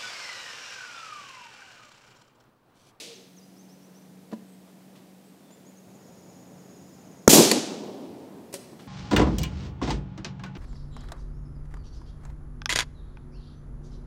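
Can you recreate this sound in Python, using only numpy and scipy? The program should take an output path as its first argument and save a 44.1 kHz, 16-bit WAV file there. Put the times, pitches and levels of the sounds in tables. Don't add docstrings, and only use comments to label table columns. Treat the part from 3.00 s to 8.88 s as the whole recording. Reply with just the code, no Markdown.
import sys
import numpy as np
from scipy import signal
from scipy.fft import rfft, irfft, next_fast_len
from scipy.io import wavfile
from scipy.ndimage import map_coordinates

SR = 44100
rng = np.random.default_rng(int(sys.argv[2]) if len(sys.argv) > 2 else 0)


def wav_out(sig):
    wavfile.write(sys.argv[1], SR, np.round(np.clip(np.atleast_2d(sig).T, -1, 1) * 32767).astype(np.int16))


N = 259111
T = np.arange(N) / SR
BANG_S = 4.2773


def amp(db):
    return 10 ** (np.asarray(db) / 20)


def unit(x):
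    return x / np.sqrt(np.mean(x ** 2) + 1e-20)


def along(points, hz):
    f, v = np.transpose(points)
    return np.interp(np.log(hz + 1), np.log(f + 1), v)


def wobble(rate):
    return map_coordinates(rng.standard_normal(int(N * rate / SR) + 4), [T * rate])


def filtered(x, response):
    m = next_fast_len(N + SR // 2)
    return irfft(rfft(x, m) * response(np.fft.rfftfreq(m, 1 / SR)), m)[:N]


def low_cut(x, corner_hz, order):
    return filtered(x, lambda hz: (1j * hz / (corner_hz + 1j * hz)) ** order)


def noise(spectrum):
    return unit(filtered(rng.standard_normal(N), lambda hz: amp(along(spectrum, hz))))


def burst(s, t60, rise=0.00058):
    age = np.maximum(T - s, 0)
    return (1 - np.exp(-age / rise)) * 1000 ** (-age / t60)


def ring(modes, s):
    t = np.arange(SR // 2) / SR
    tone = sum(amp(db - 60 * t / t60) * np.sin(2 * np.pi * hz * t) for hz, db, t60 in modes)
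    return np.pad(tone * (1 - np.exp(-t / 0.00061)), (int(s * SR), N))[:N]


def absorbed(x, s, db_per_s):
    hz, t, z = signal.stft(x, SR, nperseg=256)
    gain = amp(-db_per_s * (hz[:, None] / 10400) ** 2 * np.clip(t - s, 0, 1))
    power = np.mean(np.abs(z) ** 2, axis=1, keepdims=True)
    gain /= np.sqrt(np.sum(power * gain ** 2, axis=0) / np.sum(power))
    return signal.istft(z * gain, SR, nperseg=256)[1][:N]


def blast():
    # delay/s, level/dB, length/s
    fronts = [(0.0006, 9, 0.0005), (0.0024, -1.5, 0.00042)]
    # f/Hz, level/dB
    rip = [(2500, -28), (5000, -11), (6400, -2), (8000, -13), (15000, -35)]
    age = np.maximum(T - BANG_S, 0)
    shock = np.zeros(N)
    for delay, db, length in fronts:
        u = np.maximum(age - delay, 0) / length
        shock += amp(db) * (1 - u) * np.exp(-u) * (1 - np.exp(-u / 0.054))
    swing_hz = 150 + 520 * np.exp(-age / 0.0039)
    swing_phase = 2 * np.pi * np.cumsum(swing_hz * (age > 0)) / SR
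    swing = amp(3.5) * burst(BANG_S, 0.042, rise=0.0012) * np.sin(swing_phase)
    tear = amp(3) * burst(BANG_S + 0.0016, 0.008, rise=0.0003) * noise(rip)
    bottle_wall = ring([(875, -9, 0.03), (1376, -6, 0.022)], BANG_S)
    u = age / 0.0016
    push = amp(-1.5) * (1 - u) * np.exp(-u) * (1 - np.exp(-u / 0.13))
    return shock + swing + tear + bottle_wall + push


def echoes():
    # bushes, edge of the woods, trunks behind it, trees by the far wall, hillside
    # delay/s, rise/s, boom level/dB, boom t60/s, leaf level/dB, leaf t60/s
    reflectors = [(0.013, 0.0045, -16.5, 0.336, -12, 0.74), (0.05, .004, -9.5, 0.37, -9.5, 0.28),
                  (.085, 0.018, -10, .55, -16.5, 0.64), (.232, .01, -21.5, .6, -30, .6),
                  (.33, 0.057, -33, 3.22, -47, 1.9)]
    # f/Hz, level/dB
    roll_colour = [(30, -43.5), (70, -35), (115, -14.5), (165, -6.5), (220, 2.5), (280, 1.5), (380, 0),
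                   (520, -6), (700, -9), (950, -14), (1400, -32), (3000, -50)]
    # f/Hz, level/dB
    leaf_colour = [(60, -77), (500, -20), (1200, -6.5), (2000, -7), (3300, -1.5), (5000, 1), (7000, 2.5),
                   (10000, -3), (13000, -4.5), (15500, -11)]
    grass = burst(BANG_S, t60=0.03)
    boom_power = (amp(-28) * grass) ** 2
    leaf_power = (amp(-11) * grass) ** 2
    for delay, rise, boom_db, boom_t60, leaf_db, leaf_t60 in reflectors:
        boom_power += (amp(boom_db) * burst(BANG_S + delay, boom_t60, rise)) ** 2
        leaf_power += (amp(leaf_db) * burst(BANG_S + delay, leaf_t60, rise)) ** 2
    roll = np.sqrt(boom_power) * amp(1.3 * wobble(40)) * noise(roll_colour)
    leaf_envelope = np.sqrt(leaf_power) * amp(0.71 * wobble(350))
    return roll + leaf_envelope * absorbed(noise(leaf_colour), 4.355, db_per_s=55)


def slap(arrival_s=4.5132):
    # f/Hz, level/dB
    colour = [(50, -45), (130, -19), (250, 3), (500, 15), (700, -8), (1000, 4), (1400, -11.5), (2000, 5),
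              (3000, -9), (4500, 6.5), (5700, -6), (7200, -3), (9000, -4), (15000, -13)]
    # f/Hz, level/dB, t60/s
    clank = [(1980, -26, 0.048), (4570, -18, 0.064), (7020, -16, .035)]
    crack = amp(-2) * burst(arrival_s, 0.024, rise=0.0021) * noise(colour)
    boom = amp(-8.5) * burst(arrival_s, 0.08, rise=0.0062) * np.sin(2 * np.pi * 215 * T)
    return low_cut(crack + boom, 70, order=4) + ring(clank, arrival_s + 0.00099)


def landing():
    # t/s, level/dB, crunch t60/s
    hits = [(5.527, -40.5, 0.099), (5.5396, -29.5, 0.046), (5.552, -45.5, 0.082), (5.56, -46, .08)]
    # f/Hz, level/dB
    plastic = [(50, -40), (200, -9), (400, 9.5), (600, 3), (800, -5), (1400, -8), (2000, -1), (3500, -1),
               (6000, -1.5), (9500, 0), (15000, -12)]
    # f/Hz, level/dB, t60/s
    shell = [(383, -3, 0.082), (557, -7, 0.14), (977, -8.5, 0.037), (1950, -15, 0.058)]
    crunch = sum(amp(db) * burst(s, t60) for s, db, t60 in hits) * noise(plastic)
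    return crunch + sum(amp(db) * ring(shell, s) for s, db, _ in hits)


def knocks():
    # t/s, thud level/dB, clack level/dB, clack t60/s
    hits = [(1.315, -43, -44, 0.039), (1.3258, -31.5, -53, 0.052), (1.33, -27, -51, 0.088),
            (1.672, -62, -61, .2), (1.952, -70, -55, 0.27), (2.505, -47, -56, .08),
            (5.731, -42.5, -60, 0.038), (5.79, -50, -51.5, 0.36)]
    # f/Hz, level/dB, t60/s
    box = [(221.5, 1.5, 0.125), (326, 4.5, 0.041), (430, -1, 0.03), (575, -0.5, 0.052), (760, -12, 0.039),
           (990, -11, 0.061), (1380, -17, 0.019), (1750, -14, 0.029)]
    # f/Hz, level/dB
    clack_colour = [(50, -40), (300, -8), (600, 0), (900, 4.5), (2000, -0.5), (4000, -0.5), (7000, -8),
                    (15000, -24)]
    thuds = sum(amp(db) * ring(box, s) for s, db, _, _ in hits)
    clacks = sum(amp(db) * burst(s, t60, rise=0.0035) for s, _, db, t60 in hits) * noise(clack_colour)
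    return low_cut(thuds, 90, order=4) + clacks


def note(s, length, start_hz, middle_hz, end_hz, db):
    u = np.linspace(0, 1, max(int(length * SR), 8))
    glide_hz = np.polyval(np.polyfit([0, 0.5, 1], [start_hz, middle_hz, end_hz], 2), u)
    waver = 1 + 0.012 * np.interp(u, np.linspace(0, 1, 24), rng.standard_normal(24))
    envelope = amp(db) * np.sqrt(np.abs(np.sin(np.pi * u)))
    tone = envelope * np.sin(2 * np.pi * np.cumsum(glide_hz * waver) / SR)
    return np.pad(tone, (max(int(s * SR), 0), N))[:N]


def chirps(arch=0.25):
    # t/s, length/s, start f/Hz, end f/Hz, level/dB
    calls = [(.14, 0.036, 6600, 5040, -53.5), (.364, .035, 6540, 4870, -55), (0.4, .06, 4650, 4980, -62.5),
             (.562, 0.064, 4900, 6400, -60), (.685, 0.074, 4600, 6150, -61.5),
             (.818, .057, 5100, 6200, -65), (.945, .05, 5100, 6220, -60.5), (1.452, 0.11, 7950, 8150, -67),
             (2.24, 0.075, 7800, 8250, -67), (2.42, 0.137, 3540, 3420, -68),
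             (2.505, 0.053, 6700, 7260, -58.5), (2.65, 0.06, 6000, 7040, -58),
             (2.763, .037, 5900, 6720, -58)]
    hoot = note(0.072, 0.082, 476, 463, 455, db=-46.5) + note(0.151, 0.05, 416, 377, 390, db=-51)
    quaver = 1 + 0.51 * wobble(410)
    song = np.zeros(N)
    for s, length, start_hz, end_hz, db in calls:
        middle_hz = (start_hz + end_hz) / 2 + arch * abs(end_hz - start_hz)
        song += note(s, length, start_hz, middle_hz, end_hz, db)
    return song * quaver + hoot


def trill(start_s=2.883, period_s=0.0568, count=24):
    hook_hz, hook_s = np.array([6700, 6850, 5600]), 0.044
    slide_hz, slide_s = (5880, 5250, 4770), 0.022
    song = np.zeros(N)
    for k, (detune, accent_db) in enumerate(rng.standard_normal((count, 2))):
        s = start_s + k * period_s + 0.00006 * k ** 2
        song += note(s, hook_s, *(hook_hz + 90 * detune), db=-62.5 + accent_db)
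        song += note(s + hook_s, slide_s, *slide_hz, db=-66.5 + accent_db)
    return song * unit(1 + 0.5 * wobble(650))


def woods(x):
    # f/Hz, t60/s
    decay = [(200, 0.504), (1000, 0.52), (4000, 1), (8000, 0.6), (15000, 0.45)]
    hz, t, z = signal.stft(rng.standard_normal(SR), SR, nperseg=256)
    envelope = amp(-60 * t / along(decay, hz)[:, None]) * (1 - np.exp(-(t / 0.037) ** 2))
    tail = signal.istft(z * envelope, SR, nperseg=256)[1]
    return signal.fftconvolve(x, tail / np.linalg.norm(tail))[:N]


def fading_hiss():
    # f/Hz, level/dB
    colour = [(40, -45), (200, 3), (550, 3), (900, -8.5), (1600, -9.5), (2400, 1), (4000, 5),
              (6500, 1), (10000, -6.5), (15000, -19)]
    return amp(-39.5) * burst(0, 0.76, rise=0.00035) * absorbed(noise(colour), 0, db_per_s=52)


def engine():
    # t/s, f/Hz, level/dB
    drone = [(0, 185.2, -70), (.4, 185.4, -56.5), (1.3, 187, -52), (2.1, 188.7, -56), (2.7, 188, -59),
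             (3.4, 182.2, -50.5), (4.2, 186.2, -57.5), (5.88, 187.3, -58.5)]
    times, hz, db = np.transpose(drone)
    phase = 2 * np.pi * np.cumsum(np.interp(T, times, hz) + 2.03 * wobble(12)) / SR
    level = amp(np.interp(T, times, db) + 2 * wobble(9))
    return level * unit(np.sin(phase) + amp(-11) * np.sin(1.5 * phase))


def traffic(step_s=2.87):
    # f/Hz, level/dB
    wash_colour = [(25, -53), (50, -35.5), (90, -12), (150, 2), (250, 1.5), (400, -3), (700, -7.5),
                   (1200, -18.5), (2500, -27.5), (6000, -61)]
    # f/Hz, level/dB
    rumble_colour = [(25, -20), (50, -23), (90, 0), (140, 1.5), (400, -31.5), (2000, -73)]
    after_step = T > step_s
    wash_db = -56 + 3 * after_step + 0.53 * T + 0.77 * wobble(7.9)
    rumble_db = -81.5 + 15.5 * after_step + T
    return amp(wash_db) * noise(wash_colour) + amp(rumble_db) * noise(rumble_colour)


def air():
    # f/Hz, level/dB
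    colour = [(800, 0.5), (2000, 2.5), (4000, 1), (8000, -1), (15000, -4)]
    return amp(-62.5) * noise(colour)


def scene():
    handling, bottle, birds, far_bird = knocks(), landing(), chirps(), trill()
    direct = handling + bottle + birds + far_bird
    wet = woods(amp(-13.5) * handling + amp(-11.5) * bottle + amp(-7.5) * birds + amp(0.5) * far_bird)
    explosion = blast() + echoes() + slap()
    return (explosion + direct + wet + fading_hiss() + engine() + traffic() + air())[None]


def record(dry, top_hz=15750):
    x = low_cut(dry[0], 45, order=1)
    clipped = x / (1 + np.abs(x) ** 8) ** (1 / 8)
    return filtered(clipped, lambda hz: 1 / (1 + (hz / top_hz) ** 200))[None]


dry = scene()
out = record(dry)
wav_out(out)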